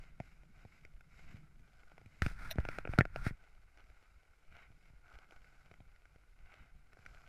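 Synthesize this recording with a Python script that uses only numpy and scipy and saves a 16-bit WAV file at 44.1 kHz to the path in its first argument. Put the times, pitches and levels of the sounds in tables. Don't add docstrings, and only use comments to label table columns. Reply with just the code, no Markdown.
import sys
import numpy as np
from scipy import signal
from scipy.fft import rfft, irfft
from scipy.io import wavfile
from scipy.ndimage import uniform_filter1d

SR = 44100
rng = np.random.default_rng(int(sys.argv[2]) if len(sys.argv) > 2 else 0)


def persist_wave(psi):
    counts = np.round(np.clip(psi, -1, 1) * 32767).astype(np.int16)
    wavfile.write(sys.argv[1], SR, np.atleast_2d(counts).T)


N = 321048
TIME = np.arange(N) / SR


def amp(db):
    return 10 ** (np.asarray(db) / 20)


def unit(x):
    return x / np.sqrt(np.mean(x ** 2) + 1e-20)


def shape(points, hz):
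    f, db = np.transpose(points)
    return amp(np.interp(np.log(hz + 1), np.log(f + 1), db))


def coloured(x, points):
    gain = shape(points, np.fft.rfftfreq(len(x), 1 / SR))
    return unit(irfft(rfft(x) * gain, len(x)))


def wander(hz):
    f = np.fft.rfftfreq(N, 1 / SR)
    spectrum = rfft(rng.standard_normal(N)) / (1 + (f / hz) ** 4)
    return unit(irfft(spectrum, N))


def add(mix, s, sound):
    part = mix[max(round(s * SR), 0):][:len(sound)]
    part += sound[:len(part)]


def swells(rows, axis, rest_db):
    control_time = TIME[::32]
    power = amp(rest_db) ** 2
    for row in rows:
        peak_s, swell_s, fade_s = row[:3]
        late = control_time - peak_s
        bell = np.exp(-2 * (late / np.where(late < 0, swell_s, fade_s)) ** 2)
        power = power + amp(row[axis]) ** 2 * bell
    return np.interp(TIME, control_time, np.sqrt(power))


def grit(per_s, spread_db, share):
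    size = amp(spread_db * np.minimum(rng.exponential(1, N), 4))
    grains = size * rng.choice([-1, 1], N) * (rng.random(N) < per_s / SR)
    share = np.clip(share, 0, 1)
    return np.sqrt(share) * unit(grains) + np.sqrt(1 - share) * rng.standard_normal(N)


SING_HZ, SING_WIDTH_HZ, SING_DRIFT = 1445, 110, .04
BITE_HZ, BITE_WIDTH_HZ, BITE_DRIFT = 2266, 200, .05


def sing(hz, width_hz, drift, drift_rate=6):
    pitch = hz * (1 + drift * wander(hz=drift_rate))
    phase = 2 * np.pi * np.cumsum(pitch) / SR
    in_phase = wander(hz=width_hz / 2) * np.cos(phase)
    quadrature = wander(hz=width_hz / 2) * np.sin(phase)
    return unit(in_phase + quadrature)


def causal(gain):
    log_gain = np.log(np.maximum(gain, 1e-5))
    circle = np.r_[log_gain, log_gain[-2:0:-1]]
    return np.fft.ifft(np.exp(np.conj(signal.hilbert(circle)))).real


def mode(f, hz, width):
    detune = (f * f - hz * hz) / (f * width * np.pi / 2)
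    return 1 / (1 + detune ** 2 / 2) ** 2


# (f/Hz, width/Hz, relative level/dB)
HOUSING_MODES = [(304, 37, -4), (480, 320, -1), (677, 164, -0.5), (1438, 250, 2)]
# (f/Hz, relative level/dB)
SNAP_SPECTRUM = [(300, -45.5), (1500, -26.5), (2950, 5), (3600, 2.5), (4300, -1), (5400, 0), (6800, -6.5),
                 (7900, -8.5), (9000, -25), (10800, -9.5), (12500, -19), (14000, -24), (16500, -38)]
RIM_WIDTH_HZ, RIM_DB = 455, -2
BEND_DELAY_S = .0006
FADE_OUT_S = 0.043


def blow(row, thump_q, soft_hz, snap_s=0.00084, size=4096):
    ring_db, tilt_db, wall_db, lid_db, cavity_db, rim_hz, thump_db, thump_hz, snap_db = row
    f = np.fft.rfftfreq(size, 1 / SR) + 1
    t = np.arange(size) / SR

    r = f / thump_hz
    thump = amp(thump_db) * r / np.hypot(1 - r * r, r / thump_q)
    thump = thump / (1 + (f / soft_hz) ** 2) * f / np.hypot(f, 35)

    modes = np.array(HOUSING_MODES + [(rim_hz, RIM_WIDTH_HZ, RIM_DB)])
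    place_db = np.array([wall_db, wall_db, lid_db, cavity_db, 0])
    strike_db = ring_db + tilt_db * np.log2(modes[:, 0] / 1000) + place_db
    contact = 1 / np.hypot(1, (f / 3800) ** 3)
    rings = [amp(db + drive_db) * mode(f, hz, width) * contact
             for (hz, width, db), drive_db in zip(modes, strike_db)]

    impulse = causal(np.linalg.norm([thump] + rings, axis=0))
    bending = np.exp(-4j * np.pi * BEND_DELAY_S * np.sqrt(1000 * f))
    fade_out = np.exp(-(t / FADE_OUT_S) ** 4)
    body = irfft(rfft(impulse) * bending) * fade_out

    crunch = rng.standard_normal(size) * t * np.exp(-t / snap_s)
    crunch = crunch / np.linalg.norm(crunch)
    snap = signal.fftconvolve(crunch, causal(shape(SNAP_SPECTRUM, f)))[:size]
    return body + amp(snap_db) * snap


def blows(rows, thump_q, soft_hz, tail_db, tail_s, size=4096):
    out = np.zeros(N)
    t = np.arange(size) / SR
    above_thump = signal.butter(2, 300, "high", fs=SR)
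    for s, *row in rows:
        hit = blow(row, thump_q, soft_hz)
        rattle = rng.standard_normal(size) * np.exp(-t / tail_s)
        rattle = signal.lfilter(*above_thump, rattle / np.linalg.norm(rattle))
        start = s - BEND_DELAY_S
        add(out, start, hit)
        add(out, start, amp(tail_db) * signal.fftconvolve(hit, rattle))
    return out


# (f/Hz, relative level/dB)
SCRAPE_SPECTRUM = [(250, -17), (450, -12), (580, -16), (700, -4.5), (830, -5.5), (960, -14), (1170, -7.5),
                   (1330, -1), (1500, 2), (1620, -5.5), (1760, -22), (2100, -47.5)]
EDGE_SPECTRUM = [(600, -15.5), (1200, -15), (1750, -7.5), (1950, -1.5), (2130, 4), (2400, -2), (2650, -5),
                 (3000, -9.5), (3400, -26), (3800, -11.5), (4500, -46)]
SPRAY_SPECTRUM = [(2500, -25), (3300, -9.5), (3850, 3), (4400, 1), (5100, 5), (6000, -2.5), (7000, 0.5),
                  (7800, -2.5), (8800, -14.5), (10200, -17), (11300, -3), (12500, -14), (13200, -46)]
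# (ring level/dB, tilt/dB per octave,
# wall boost/dB, lid boost/dB, cavity boost/dB, rim f/Hz, thump level/dB, thump f/Hz, snap level/dB)
ICE_CRUMB = (-1.5, 0.5, -0.5, 2.5, -2.5, 2195.5, -16.5, 128.5, -18)
# (t/s, swell/s, fade/s, scrape level/dB, edge level/dB, spray level/dB)
BLADE_STROKES = [(0.0, 0.037, 0.084, -69, -68, -78.5), (0.24, 0.038, 0.12, -77, -72.5, -81.5),
                 (0.6, .05, 0.033, -69.5, -72, -83.5), (0.76, 0.16, 0.1, -80, -74.5, -83),
                 (1.19, 0.079, 0.095, -73.5, -69, -78), (1.31, 0.056, 0.087, -69, -67.5, -78.5),
                 (1.82, .2, 0.28, -73.5, -83, -87), (2.18, 0.11, 0.087, -75.5, -73, -82),
                 (3.42, 0.065, 0.22, -76, -80, -90.5), (3.8, 0.028, 0.02, -64, -72, -100),
                 (4.0, 0.35, .22, -77.5, -80.5, -89), (4.59, 0.084, 0.072, -66.5, -65.5, -84.5),
                 (4.86, 0.11, .06, -84.5, -77, -86.5), (5.14, 0.093, 0.11, -64.5, -75.5, -84),
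                 (5.33, 0.04, 0.046, -65.5, -78, -82), (5.5, 0.16, 0.27, -72, -78, -84),
                 (6.55, .11, 0.14, -67.5, -69, -86.5), (7.14, 0.17, 0.21, -68.5, -78, -81)]
COAST_DB, COAST_EDGE_DB, COAST_SPRAY_DB = -79.5, -82, -91


def blades():
    chatter = wander(hz=46)
    friction = grit(per_s=420, spread_db=4.0, share=0.16)
    weight = swells(BLADE_STROKES, axis=3, rest_db=COAST_DB)
    edge_weight = swells(BLADE_STROKES, axis=4, rest_db=COAST_EDGE_DB)
    spray_weight = swells(BLADE_STROKES, axis=5, rest_db=COAST_SPRAY_DB)

    scrape = amp(-2.95) * coloured(friction, SCRAPE_SPECTRUM)
    scrape = scrape + amp(-9.5) * sing(SING_HZ, SING_WIDTH_HZ, SING_DRIFT)
    scrape = scrape * amp(2.1 * chatter) * weight

    edge = amp(-0.37) * coloured(friction, EDGE_SPECTRUM)
    edge = edge + amp(-8.5) * sing(BITE_HZ, BITE_WIDTH_HZ, BITE_DRIFT)
    edge = edge * amp(2.0 * chatter) * edge_weight

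    spray = coloured(grit(per_s=1500, spread_db=7.5, share=0.17), SPRAY_SPECTRUM)
    spray = unit(spray * amp(0.83 * chatter)) * spray_weight

    crumb_hits = grit(per_s=90, spread_db=4.0, share=1)
    crumbs = signal.oaconvolve(crumb_hits, blow(ICE_CRUMB, thump_q=1.7, soft_hz=357))[:N]
    return scrape + edge + spray + amp(-5.5) * unit(crumbs) * weight


# (t/s, rumble level/dB, flutter level/dB)
SLOW_BREEZE = [(0.0, -61.5, -65), (0.5, -65, -67.5), (1.802, -67, -74), (2.15, -63.5, -69),
               (3.302, -68, -79.5), (3.6, -63.5, -79.5), (4.352, -70, -85.5), (4.8, -63, -70),
               (5.05, -69, -80.5), (5.75, -66.5, -69.5), (5.95, -64.5, -82), (6.301, -67, -82),
               (7.269, -66.5, -73.5)]
# (t/s, half length/s, rumble level/dB, flutter level/dB)
BODY_GUSTS = [(0.0, 0.022, -55, -65), (0.97, 0.064, -59.5, -82), (1.327, 0.15, -59, -60.5),
              (1.59, 0.05, -57.5, -64.5), (3.85, 0.086, -66.5, -79), (4.164, 0.025, -56, -87),
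                       (4.524, .05, -60.5, -72), (5.161, 0.032, -56, -82), (5.45, 0.084, -65, -81),
              (6.44, 0.044, -60.5, -77), (6.621, 0.034, -54, -63.5), (6.76, 0.043, -59, -72),
              (7.116, .06, -58, -69)]


def airflow(axis):
    breeze = np.transpose(SLOW_BREEZE)
    bells = [(s, half, half, *db) for s, half, *db in BODY_GUSTS]
    gusts = swells(bells, axis=axis + 2, rest_db=-np.inf)
    return np.hypot(amp(np.interp(TIME, breeze[0], breeze[axis])), gusts)


# (f/Hz, relative level/dB)
RUMBLE_SPECTRUM = [(10, 4.5), (25, 0), (40, -0.5), (60, -7), (100, -14.5), (135, -26), (200, -32.5),
                   (400, -66)]
FLUTTER_SPECTRUM = [(80, -16.5), (140, 8), (200, -3.5), (270, -10), (400, -18), (700, -50.5)]
HISS_SPECTRUM = [(100, 3), (400, 15.5), (1000, 8.5), (3000, 2), (8000, -2), (12400, -2.5), (13200, -37.5)]


def air():
    rumble = coloured(rng.standard_normal(N), RUMBLE_SPECTRUM)
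    rumble = unit(rumble * amp(2 * wander(hz=13)))
    lumps = amp(2.5 * wander(hz=25))
    flutter = unit(coloured(rng.standard_normal(N), FLUTTER_SPECTRUM) * lumps)
    hiss = coloured(rng.standard_normal(N), HISS_SPECTRUM)
    moving = amp(4.0) * rumble * airflow(axis=1) + amp(-2.0) * flutter * airflow(axis=2)
    return moving + amp(-82) * hiss


# (t/s, ring level/dB, tilt/dB per octave, wall boost/dB, lid boost/dB, cavity boost/dB,
# rim f/Hz, thump level/dB, thump f/Hz, snap level/dB)
HAND_KNOCKS = [(0.2018, -9, 0, -4, 11.5, -13, 2200, 7.5, 130, -36),
               (2.2207, -0.5, 10, 9.5, 0, 2.5, 1810, 24, 61.4, -14),
               (2.2634, -3, 3, 0, 1, 3.5, 2390, 17, 112, -22.5),
               (2.3133, -24.5, -5, -3, 0, 12, 1976, -5, 123, -50),
               (2.5573, -22, -2, -9, 6, -6, 2150, 1, 200, -38.5),
               (2.5847, -1, -2, 2.5, 2.5, -2, 1810, 24, 64, -37),
               (2.6023, -20, -1, 0, 5, -5, 2070, 5, 55, -33),
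               (2.8919, -32, 4, 0, 2, 9, 2100, 16, 63.8, -60),
               (2.9791, -7.5, -5.5, -4, 4.5, -6, 1852, -12, 78.4, -41),
               (2.9874, 9.5, 0, 2.5, 1.5, 6, 2100, 28.5, 130, -10.5),
               (3.0090, 11.5, 8, 6.5, 0, -16.5, 1770, 22, 120, -25),
               (3.2661, -1, -0.5, -22, 1.5, 1.5, 1800, 19.5, 105, -40),
               (3.3085, -24, 9, 2, 2, -4, 1899, 7, 125, -58)]


def knocks():
    return blows(HAND_KNOCKS, thump_q=1.5, soft_hz=315, tail_db=-10.0, tail_s=0.0056)


# (t/s, ring level/dB, tilt/dB per octave, cavity boost/dB, thud level/dB)
BLADE_TICKS = [(0.4339, -24, -3, -8, -45), (0.651, -21, -5, -8, 0), (0.8507, -18, 2.5, -9, -9),
               (1.0085, -22.5, 4.5, 1, -42), (1.1413, -32, -1, 5.5, -38), (1.3425, -38, 5, 3, 3.5),
               (1.5945, -34, 5, 0, -18), (1.834, -25, 0, 0, -21), (1.918, -21, -6.5, 6, -28),
               (1.9803, -16, -4.5, -1, -23), (2.015, -23.5, -1.5, -3, -10), (2.06, -24, 4.5, -4, -2),
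               (3.7743, -31, 8, -10, -28), (3.841, -36, 7, 2, -18), (3.9007, -26, -0.5, -1, -36),
               (4.7032, -33, 1, -9, -6.5), (4.901, -34, -5, -6, -10), (4.9345, -36, -5.5, -1, -12),
               (5.3227, -18.5, -3.5, 0, -28), (5.4449, -28.5, 7.5, 3, -30), (5.5254, -35, -8, 0, -21),
               (5.714, -18, 0, 1, -7), (5.74, -24, 1.5, 1, -27), (5.804, -22, -3, -12, -4),
               (5.9615, -33.5, 9.5, 2, -37), (6.0547, -27.5, 2, 4.5, -43), (6.1599, -27.5, -3.5, -2, -10.5),
               (6.932, -19.5, 1.5, -0.5, -32), (6.9707, -23.5, -3, 0, -25), (6.9904, -27, -1, 3, -11),
               (7.0625, -14, 4.5, 0, -14), (7.1714, -30, 3, 13, -30)]
TICK_RIM_HZ, TICK_THUD_HZ = 2150, 98
TICK_SNAP_DB = -21


def ticks():
    rows = []
    for s, db, tilt_db, cavity_db, thud_db in BLADE_TICKS:
        snap_db = db + tilt_db + TICK_SNAP_DB
        rows.append((s, db, tilt_db, 0, 0, cavity_db, TICK_RIM_HZ, thud_db, TICK_THUD_HZ, snap_db))
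    return amp(-3.5) * blows(rows, thump_q=2.1, soft_hz=305, tail_db=-2.5, tail_s=0.0031)


# (f/Hz, relative level/dB)
RUB_BODY_SPECTRUM = [(200, 0), (450, -17), (700, -12), (1000, -8.5), (1200, -8), (1400, 6), (1600, -3.5),
                     (1850, -16), (2400, -52.5)]
RUB_EDGE_SPECTRUM = [(1200, -12.5), (1700, 0), (2100, 6), (2500, 0), (3000, -18), (4500, -45)]
RUB_FIZZ_SPECTRUM = [(2000, -21), (3400, 1.5), (4300, 1.5), (5300, 2), (6500, -5), (7600, -6.5), (9500, -4),
                     (11000, -10), (12500, -11.5), (14500, -16.5), (16000, -22)]
RUB_PUSH_SPECTRUM = [(8, 10), (18, -2), (30, 11), (60, -9), (120, -8), (200, -25), (400, -65.5)]
# (t/s, swell/s, fade/s,
# dull rub level/dB, bright rub level/dB, fizz level/dB, low push level/dB)
HAND_DRAGS = [(2.228, 0.0081, 0.092, -56, -54, -59, -40), (2.455, 0.08, 0.07, -53.5, -57, -65, -45.5),
              (2.595, 0.023, 0.043, -58, -57, -74, -37.5), (2.73, 0.082, 0.081, -56.5, -56.5, -69, -62),
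              (2.91, 0.019, 0.096, -60, -60.5, -69, -43.5), (3.18, 0.038, 0.093, -56, -65.5, -69.5, -39),
              (3.277, 0.036, .02, -52, -46.5, -54.5, -43)]
GRIP_START_S, GRIP_END_S = 2.215, 3.35
HOLD_DB, HOLD_EDGE_DB, HOLD_FIZZ_DB, HOLD_PUSH_DB = -73, -74, -88.5, -46.5


def hand():
    unevenness = amp(1.5 * wander(hz=90))
    friction = grit(per_s=1500, spread_db=0.5, share=0.36) * unevenness
    rub = coloured(friction, RUB_BODY_SPECTRUM) + amp(-9.5) * sing(SING_HZ, SING_WIDTH_HZ, SING_DRIFT)
    rub = rub * swells(HAND_DRAGS, axis=3, rest_db=HOLD_DB)
    edge = amp(-2.0) * coloured(friction, RUB_EDGE_SPECTRUM)
    edge = edge * swells(HAND_DRAGS, axis=4, rest_db=HOLD_EDGE_DB)
    fizz = amp(-2.5) * coloured(friction, RUB_FIZZ_SPECTRUM)
    fizz = fizz * swells(HAND_DRAGS, axis=5, rest_db=HOLD_FIZZ_DB)
    push = amp(-0.5) * coloured(rng.standard_normal(N), RUB_PUSH_SPECTRUM)
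    push = push * swells(HAND_DRAGS, axis=6, rest_db=HOLD_PUSH_DB)
    gripped = 1. * (TIME > GRIP_START_S) * (TIME < GRIP_END_S)
    touching = uniform_filter1d(gripped, size=400)
    return (rub + edge + fizz + push) * touching


# (f/Hz, width/Hz, relative level/dB)
RASP_MODES = [(680, 140, 4), (1980, 370, 1.5), (2670, 520, -3.5), (3770, 490, 2), (5700, 580, -3.5),
              (7600, 500, -19), (9400, 430, -15), (10700, 600, -12), (11600, 500, -19), (13550, 610, -5.5),
              (15000, 700, -21)]
LET_GO_S, LET_GO_DB, SLIP_DECAY_S = 2.5114, -28, 0.0011
BUILD_GAP_S, BUILD_DB_PER_SLIP = 0.005, 9
RUN_GAP_S, RUN_DB_PER_SLIP = 0.00374, -4


def rasp(count=4):
    slips = [(LET_GO_S - k * BUILD_GAP_S, LET_GO_DB - k * BUILD_DB_PER_SLIP) for k in range(count)]
    slips += [(LET_GO_S + k * RUN_GAP_S, LET_GO_DB + k * RUN_DB_PER_SLIP) for k in range(1, count + 1)]
    strength = np.zeros(N)
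    for s, db in slips:
        decay = np.exp(-np.maximum(TIME - s, 0) / SLIP_DECAY_S)
        strength += amp(db) * decay * (TIME >= s)
    f = np.fft.rfftfreq(4096, 1 / SR) + 1
    rings = [amp(db) * mode(f, hz, width) for hz, width, db in RASP_MODES]
    shell = causal(np.linalg.norm(rings, axis=0))
    scratches = strength * rng.standard_normal(N)
    return amp(-2.0) * signal.oaconvolve(scratches, shell / np.linalg.norm(shell))[:N]


# (t/s, ring level/dB, snap level/dB)
MOUNT_CLICKS = [(2.652, -3.5, -33.5), (2.688, -1.5, -24.5), (2.7859, -2.5, -26.5), (2.8529, -4, -50),
                (2.8747, -5.5, -41), (2.9363, -3, -39), (3.0037, -2.5, -36.5), (3.0535, -4, -31.5),
                (3.1604, -2, -27.5)]
CLICK_TILT_DB, CLICK_RIM_HZ = -2, 2360
CLICK_THUMP_DB, CLICK_THUMP_HZ = 0.5, 129


def clicks():
    rows = []
    for s, db, snap_db in MOUNT_CLICKS:
        thump_db = db + CLICK_THUMP_DB
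        rows.append((s, db, CLICK_TILT_DB, 0, 0, 0, CLICK_RIM_HZ, thump_db, CLICK_THUMP_HZ, snap_db))
    return blows(rows, thump_q=1.62, soft_hz=340, tail_db=-8.5, tail_s=0.002)


def scene():
    skating = blades() + air() + ticks()
    handling = knocks() + hand() + rasp() + clicks()
    return (skating + handling)[None]


def record(dry):
    low_pass = signal.firwin(255, 15600, window=("kaiser", 9), fs=SR)
    return signal.oaconvolve(dry, low_pass[None], "same")


dry = scene()
out = record(dry)
persist_wave(out)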